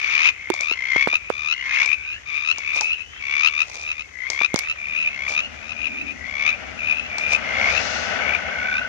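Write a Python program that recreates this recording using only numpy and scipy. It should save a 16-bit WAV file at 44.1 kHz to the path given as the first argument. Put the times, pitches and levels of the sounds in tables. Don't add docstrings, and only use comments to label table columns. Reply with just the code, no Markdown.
import sys
import numpy as np
from scipy import signal
from scipy.fft import rfft, irfft, next_fast_len
from scipy.io import wavfile
from scipy.ndimage import uniform_filter1d, minimum_filter1d

SR = 44100
rng = np.random.default_rng(int(sys.argv[2]) if len(sys.argv) > 2 else 0)


def to_wav(sig):
    pcm = np.clip(np.atleast_2d(sig), -1, 1) * 32767
    pcm = np.round(pcm).astype(np.int16)
    wavfile.write(sys.argv[1], SR, pcm.T)


N = 391616
TIME = np.arange(N) / SR


def from_db(db):
    return 10 ** (np.asarray(db) / 20)


def unit_rms(x):
    return x / np.sqrt(np.mean(x ** 2) + 1e-20)


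def panned(pan_db):
    return from_db(np.array([[.5], [-.5]]) * pan_db)


def level_curve(rows):
    return np.interp(TIME, *np.transpose(rows))


def at_hz(points, hz):
    freq_hz, values = np.transpose(points)
    return np.interp(np.log(hz + 1), np.log(freq_hz), values)


def bell(centre_s, half_width_s):
    return np.exp(-((TIME - centre_s) / half_width_s) ** 2)


def pulse(age, rise_s, fall_s):
    return unit_rms((1 - np.exp(-age / rise_s)) * np.exp(-(age / fall_s) ** 2))


def lowpass(x, cutoff_hz, order=2):
    return signal.sosfilt(signal.butter(order, cutoff_hz, fs=SR, output="sos"), x)


def add(out, start_s, sound):
    at = round(start_s * SR)
    first, last = max(at, 0), min(at + sound.shape[1], N)
    out[:, first:last] += sound[:, first - at:last - at]


def drift(rate_hz):
    points = rng.standard_normal(int(rate_hz * N / SR) + 2)
    return unit_rms(np.interp(TIME * rate_hz, np.arange(len(points)), points))


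def echoes(x, level_db, t60_s, delay_s, dull_hz):
    t = np.arange(int(t60_s * SR)) / SR
    cloud = rng.standard_normal((2, len(t))) * from_db(-60 * t / t60_s) * (t > delay_s)
    cloud = lowpass(unit_rms(cloud) * from_db(level_db) / np.sqrt(len(t)), dull_hz)
    cloud[:, 0] = 1
    return signal.fftconvolve(x, cloud, axes=1)[:, :N]


# freq_hz, correlation
MIC_CORRELATION = [(60, 0.87), (200, -0.22), (600, -0.21)]
def noise(spectrum):
    size = next_fast_len(N)
    hz = np.fft.rfftfreq(size, 1 / SR)
    ends = 1 / (1 + (hz / spectrum[-1][0] / 1.2) ** 12) / (1 + (spectrum[0][0] / (hz + 1) / 1.5) ** 4)
    alike = np.clip(at_hz(MIC_CORRELATION, hz), -1, 1)
    mid, side = rfft(rng.standard_normal((2, size))) * from_db(at_hz(spectrum, hz)) * ends
    pair = np.sqrt(1 + alike) * mid + np.sqrt(1 - alike) * side * [[1], [-1]]
    return unit_rms(irfft(pair, size)[:, :N])


# freq_hz, density_db
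NIGHT_AIR = [(25, -24.5), (70, -1.5), (150, -15.5), (800, -18.5), (1400, -48), (6400, -18.5), (8500, -40.5),
             (14000, -52)]
FAR_CHORUS = [(1700, -13), (2100, -8.5), (2500, -17.5), (3000, -18)]
def night_ambience(air_db=-49.5, chorus_db=-47, pan_db=4):
    air = from_db(air_db + drift(36)) * noise(NIGHT_AIR)
    flicker_db = 2.5 * drift(11) + 3 * drift(140)
    chorus = from_db(chorus_db + flicker_db) * noise(FAR_CHORUS)
    return (air + chorus) * panned(pan_db)


# freq_hz, density_db
CALL_COLOUR = [(500, -17.5), (1100, 9), (3400, 4), (4700, 2.5), (6400, 4.5), (7600, -18.5), (9200, -39.5),
               (10400, -21), (11600, -52)]
# multiple_of_half_pitch, level_db
PARTIALS = [(1, 6), (3, 11.5), (4, 4.5), (5, 1), (9, -0.5)]
FROG_VOICES = {"reedy": (7, 9, .42, .17, -12.5, -7, .0064, -13),
               "hoarse": (14, 2, .38, .1, -12.5, 4, .008, -10),
               "clear": (14, 7, .54, .12, -13.5, -4, .0062, -13.5),
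               "level": (16, 0, .36, .04, -14.5, -2, .007, -12.5),
               "round": (14, 2, .38, .07, -21, -3, .0068, -11),
               "distant": (11, 2, .44, .06, -20, -4, .008, -6)}
def croak(length_s, pitch_hz, peak_db, pan_db, voice, rasp):
    swell_db, push_db, climb, flick, edge_db, rasp_db, ring_s, echo_db = FROG_VOICES[voice]
    attack_s, climb_s, push_s, flick_s, release_s = .0361, .23, .08, .027, .017
    t = np.arange(int(length_s * SR)) / SR
    to_go = t[-1] - t
    pulses_per_s = 77 * pitch_hz / 2450
    which, within = np.divmod(-pulses_per_s * to_go * (1 - .2 * to_go), 1)
    age = within / pulses_per_s
    strength, detune, slip = rng.standard_normal((SR, 3))[which.astype(int)].T
    sharp = .04995 * np.exp(-t / attack_s)
    flat = climb * climb_s * np.tanh(to_go / climb_s)
    hz = pitch_hz * (1 + sharp - flat + flick * np.exp(-to_go / flick_s))
    sagging_hz = hz * (1 + .021 * detune + .075 * (.5 - within))
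    mic_lag_s = np.array([[.00056], [0]])
    half_phase = np.pi * (np.cumsum(sagging_hz) / SR - hz * mic_lag_s) + .55 * slip
    shake, twist, waver = (unit_rms(lowpass(rng.standard_normal(SR), 330))[:len(t)] for _ in range(3))
    tone = np.sin(2 * half_phase)
    flutter = (shake * tone + twist * np.cos(2 * half_phase)) / np.sqrt(2)
    sac = unit_rms(tone + .42 * from_db(rasp_db) * flutter) * pulse(age, rise_s=.0014, fall_s=ring_s)
    wavering = half_phase + .13 * waver
    reed = sum(from_db(db + at_hz(CALL_COLOUR, k * hz / 2))
               * np.sin(k * wavering + rng.uniform(0, 2 * np.pi)) for k, db in PARTIALS)
    snap = unit_rms(reed) * pulse(age, rise_s=.001, fall_s=.0054)
    at = int(rng.random() * N / 2)
    hiss = from_db(rasp_db) * rasp[:, at:at + len(t)] * pulse(age, rise_s=ring_s / 2, fall_s=ring_s)
    edge = from_db(edge_db) * unit_rms(snap + hiss) * panned(2)
    level_db = peak_db - swell_db * (to_go / t[-1]) ** 1.39 - push_db * np.tanh((to_go / push_s) ** 2)
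    fades = np.clip(t / attack_s, 0, 1) * np.clip(to_go / release_s, 0, 1) ** 2 * (1 - within ** 10)
    call = (sac + edge) * from_db(level_db + 1.2 * strength) * fades * panned(pan_db)
    return echoes(call, echo_db, t60_s=.1, delay_s=.0018, dull_hz=7100)


# end_s, length_s, pitch_hz, level_db, pan_db, voice
NEAR_CALLS = [(0.292, 0.39, 2524, -17, 9.5, "hoarse"), (0.313, 0.38, 2372, -16, 6, "hoarse"),
              (0.661, 0.34, 2260, -24.5, 4.5, "round"), (0.748, 0.26, 2470, -17.5, 8.5, "reedy"),
              (1.053, 0.32, 2156, -17.5, 9, "level"), (1.18, 0.49, 2385, -16, 5.5, "clear"),
              (1.549, .25, 2507, -17.5, 9.5, "reedy"), (1.633, 0.14, 2830, -33.5, 10, "distant"),
              (1.685, 0.19, 2114, -25, 6, "level"), (1.785, 0.13, 2480, -21, 11.5, "level"),
              (1.858, 0.23, 2183, -15, 4.5, "hoarse"), (1.955, 0.25, 2382, -20.5, 19.5, "round"),
              (2.152, 0.25, 2505, -26, 5.5, "distant"), (2.199, 0.36, 1633, -43.5, 0, "distant"),
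              (2.417, 0.17, 2352, -23, 11.5, "round"), (2.537, 0.29, 2530, -16.5, 9.5, "reedy"),
              (2.813, 0.29, 2371, -22, 9, "level"), (2.953, 0.34, 2655, -19.5, 3.5, "distant"),
              (3.042, 0.14, 2584, -32, 12, "distant"), (3.205, 0.3, 3140, -43.5, 9, "distant"),
              (3.433, 0.25, 2365, -18.5, 8.5, "level"), (3.497, 0.14, 2500, -10.5, 11.5, "clear"),
              (3.642, 0.24, 2452, -16, 8.5, "clear"), (3.94, 0.26, 2490, -20.5, 3, "clear"),
              (4.033, 0.15, 2434, -25.5, 8, "clear"), (4.297, .19, 2054, -30.5, 17.5, "round"),
              (4.473, 0.26, 2310, -16.5, 10, "clear"), (4.662, 0.2, 2266, -27.5, 8.5, "distant"),
              (4.736, 0.13, 2500, -18, -1.5, "clear"), (5.051, 0.3, 2524, -19, 6.5, "round"),
              (5.099, 0.085, 2380, -15.5, 1, "round"), (5.321, 0.26, 2240, -24.5, 8.5, "level"),
              (5.416, 0.2, 2403, -15.5, 6, "clear"), (5.48, 0.13, 2750, -27, 3, "distant"),
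              (5.743, 0.26, 2526, -29.5, 12, "clear"), (5.893, .16, 2512, -22, 13.5, "round"),
              (6.037, 0.19, 2430, -24, 0, "distant"), (6.132, 0.1, 2434, -27.5, 11.5, "distant"),
              (6.305, 0.17, 2014, -31.5, 12, "round"), (6.516, 0.29, 2404, -17, 12.5, "clear"),
              (6.553, 0.23, 2310, -20, 3, "distant"), (6.948, 0.19, 2492, -17, 7.5, "round"),
              (7.02, 0.21, 2510, -24, 10, "round"), (7.289, .22, 2430, -21, 7, "distant"),
              (7.374, 0.12, 2350, -13.5, 9, "round"), (7.729, 0.33, 2224, -18, 2.5, "level"),
              (7.802, 0.3, 2426, -23, 20, "reedy"), (8.376, 0.2, 2290, -19.5, 12, "round"),
              (8.806, 0.5, 2405, -18, 0, "clear")]
def frog_chorus(answers_per_s=4, answer_hz=2400, answer_db=-40):
    out, rasp = np.zeros((2, N)), noise(CALL_COLOUR)
    for end_s, length_s, *call in NEAR_CALLS:
        add(out, end_s - length_s, croak(length_s, *call, rasp))
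    for k, (late, detune, nearness) in enumerate(rng.uniform(-1, 1, (64, 3))):
        start_s = (k + late / 2) / answers_per_s
        if start_s < TIME[-1]:
            pitch_hz, level_db = answer_hz * (1 + .14 * detune), answer_db + 8 * nearness
            add(out, start_s, croak(.25, pitch_hz, level_db, pan_db=5, voice="distant", rasp=rasp))
    return lowpass(out, 11000, order=6)


# start_s, level_db
FINGER_TICKS = [(0.5017, -20), (1.2988, -30), (4.5426, -13), (4.59, -15), (4.5937, -20.5)]
# freq_hz, density_db
TICK_SPECTRUM = [(1500, 12), (6500, 7), (10000, -1), (15500, -16)]
def finger_ticks(decay_s=.0013, pan_db=-11):
    force, t = np.zeros((2, N)), np.arange(SR // 10) / SR
    for start_s, level_db in FINGER_TICKS:
        add(force, start_s, from_db(level_db) * np.exp(-t / decay_s) * panned(pan_db))
    return force * noise(TICK_SPECTRUM)


# start_s, level_db, pitch_hz, t60_s, pan_db
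HAND_KNOCKS = [(0.502, -12, 356, 0.039, -15), (0.714, -32.5, 388.3, 0.016, -32),
               (0.962, -16, 384, 0.0041, -25), (1.0734, 0, 427, 0.0049, -14.5),
               (1.1337, -29, 734, 0.0059, -37.5), (1.3021, -11.5, 487, 0.014, -20),
               (2.8152, -21, 862, 0.039, 5), (4.414, -11, 955, 0.0051, 12), (4.5424, -6, 204, 0.0096, -18)]
def hand_knocks(upper_db=-7, upper_ratio=2.55, crack_db=-15, crack_s=.008):
    out, t = np.zeros((2, N)), np.arange(SR // 10) / SR
    case = signal.butter(2, [130, 2400], "band", fs=SR, output="sos")
    for start_s, level_db, pitch_hz, t60_s, pan_db in HAND_KNOCKS:
        decay = from_db(-60 * t / t60_s)
        low = np.cos(2 * np.pi * pitch_hz * t) * decay
        upper = from_db(upper_db) * np.sin(2 * np.pi * pitch_hz * upper_ratio * t) * decay ** 2
        crack = from_db(crack_db) * rng.standard_normal((2, len(t))) * np.exp(-t / crack_s)
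        add(out, start_s, from_db(level_db) * signal.sosfilt(case, low + upper + crack) * panned(pan_db))
    return out


# start_s, level_db, pan_db
GRIT_CLICKS = [(0.5388, -5, 7), (0.6085, -7.5, 14), (1.8583, -8, 14), (2.583, -17.5, 24.5), (2.809, 1.5, 7),
               (4.3008, -5, 19), (4.5593, 2.5, 3.5), (7.1826, -8, 16.5)]
# centre_s, half_width_s, level_db
SOLE_SCUFFS = [(2.771, 0.024, -28.5), (3.767, 0.12, -38), (5.313, 0.031, -28), (7.332, 0.036, -28.5)]
# freq_hz, density_db
STONE_SPECTRUM = [(700, 13.5), (2000, -2), (6200, 11.5), (8000, -6), (15500, -36.5)]
def gravel(contact_s=.002, click_s=.0011, click_db=-3, tail_db=-32, tail_s=.055, grain_db=5):
    force, t = np.zeros((2, N)), np.arange(SR // 10) / SR
    decay = np.exp(-t / click_s) + from_db(tail_db) * np.exp(-t / tail_s)
    click = np.clip(t / contact_s, 0, 1) * decay
    for start_s, level_db, pan_db in GRIT_CLICKS:
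        add(force, start_s, from_db(level_db + click_db) * click * panned(pan_db))
    grains = unit_rms(from_db(grain_db * drift(430)))
    for centre_s, half_width_s, level_db in SOLE_SCUFFS:
        force += from_db(level_db) * grains * bell(centre_s, half_width_s)
    return force * noise(STONE_SPECTRUM)


# time_s, level_db
RUSH_SWELL = [(5.0, -42), (6.1, -46.5), (6.6, -39.5), (7.05, -40), (7.4, -32.5), (7.72, -27), (8.0, -29.5),
              (8.2, -27), (8.45, -32.5), (8.88, -36.5)]
# freq_hz, density_db
BODY_SPECTRUM = [(380, -7), (600, 1.5), (1050, -5.5), (1700, 1.5), (2650, -2.5)]
RUMBLE_SPECTRUM = [(45, -19), (70, 4), (140, -10.5), (240, 1.5), (350, -10)]
HISS_SPECTRUM = [(2500, 4), (4500, 11), (6300, 9.5), (7800, -9.5), (11000, -45)]
def rush(body_db=2, rumble_db=-39, hiss_db=-42, swish_db=-34, diffuse_db=-8, lag_s=.00143, pan_db=7):
    swell_db = level_curve(RUSH_SWELL)
    below_peak_db = swell_db - swell_db.max()
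    body = from_db(body_db + swell_db + drift(60)) * noise(BODY_SPECTRUM)
    rumble = from_db(rumble_db + .54 * below_peak_db) * noise(RUMBLE_SPECTRUM)
    swish = from_db(swish_db) * bell(centre_s=7.88, half_width_s=.22)
    hiss = (from_db(hiss_db + .8 * below_peak_db) + swish) * noise(HISS_SPECTRUM)
    fade_in = np.clip(TIME - RUSH_SWELL[0][0] + .5, 0, 1)
    direct, diffuse = (body + rumble + hiss) * fade_in
    left = np.interp(TIME - lag_s, TIME, direct)
    right = direct + from_db(diffuse_db) * diffuse
    return np.array([left, right]) * panned(pan_db)


# freq_hz, density_db
MURMUR_SPECTRUM = [(170, -21), (250, -1), (380, -15)]
def air_murmur(level_db=-40.5, pan_db=2):
    swell = from_db(level_db) * bell(centre_s=6.014, half_width_s=.19)
    return swell * noise(MURMUR_SPECTRUM) * panned(pan_db)


# time_s, level_db
TRILL_LEVEL = [(7.7, -42), (8.1, -33.5), (8.45, -36.5), (8.7, -25.5), (8.88, -29.5)]
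def frog_trill(pitch_hz=1496, pulses_per_s=30.3, waver=.017, pan_db=6):
    start_s, end_s = TRILL_LEVEL[0][0], TRILL_LEVEL[-1][0]
    age = (TIME - end_s) * pulses_per_s % 1 / pulses_per_s
    phase = 2 * np.pi * np.cumsum(pitch_hz * (1 + waver * drift(120))) / SR
    note = np.sqrt(2) * np.sin(phase - np.array([[0], [1]]))
    level = from_db(level_curve(TRILL_LEVEL)) * (TIME > start_s)
    return note * pulse(age, rise_s=.002, fall_s=.018) * level * panned(pan_db)


# freq_hz, gain_db
RIGHT_MIC_SHADE = [(3500, -0.5), (6200, -11.5), (10000, -1.5)]
def mic_shade(x):
    size = next_fast_len(N)
    shade = from_db(at_hz(RIGHT_MIC_SHADE, np.fft.rfftfreq(size, 1 / SR)))
    return np.array([x[0], irfft(rfft(x[1], size) * shade, size)[:N]])


def scene(chorus_db=-1):
    trackside = gravel() + frog_trill() + from_db(chorus_db) * frog_chorus()
    among_trees = echoes(trackside, level_db=-19, t60_s=.7, delay_s=.01, dull_hz=3000)
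    handling = hand_knocks() + finger_ticks()
    return handling + mic_shade(among_trees + night_ambience() + rush() + air_murmur())


def record(dry, ceiling=.9, window_samples=201, cutoff_hz=15900):
    gain = 1 / np.maximum(1, np.abs(dry).max(axis=0) / ceiling)
    gain = uniform_filter1d(minimum_filter1d(gain, window_samples), window_samples)
    return signal.sosfilt(signal.ellip(10, .1, 90, cutoff_hz, fs=SR, output="sos"), dry * gain)


dry = scene()
out = record(dry)
to_wav(out)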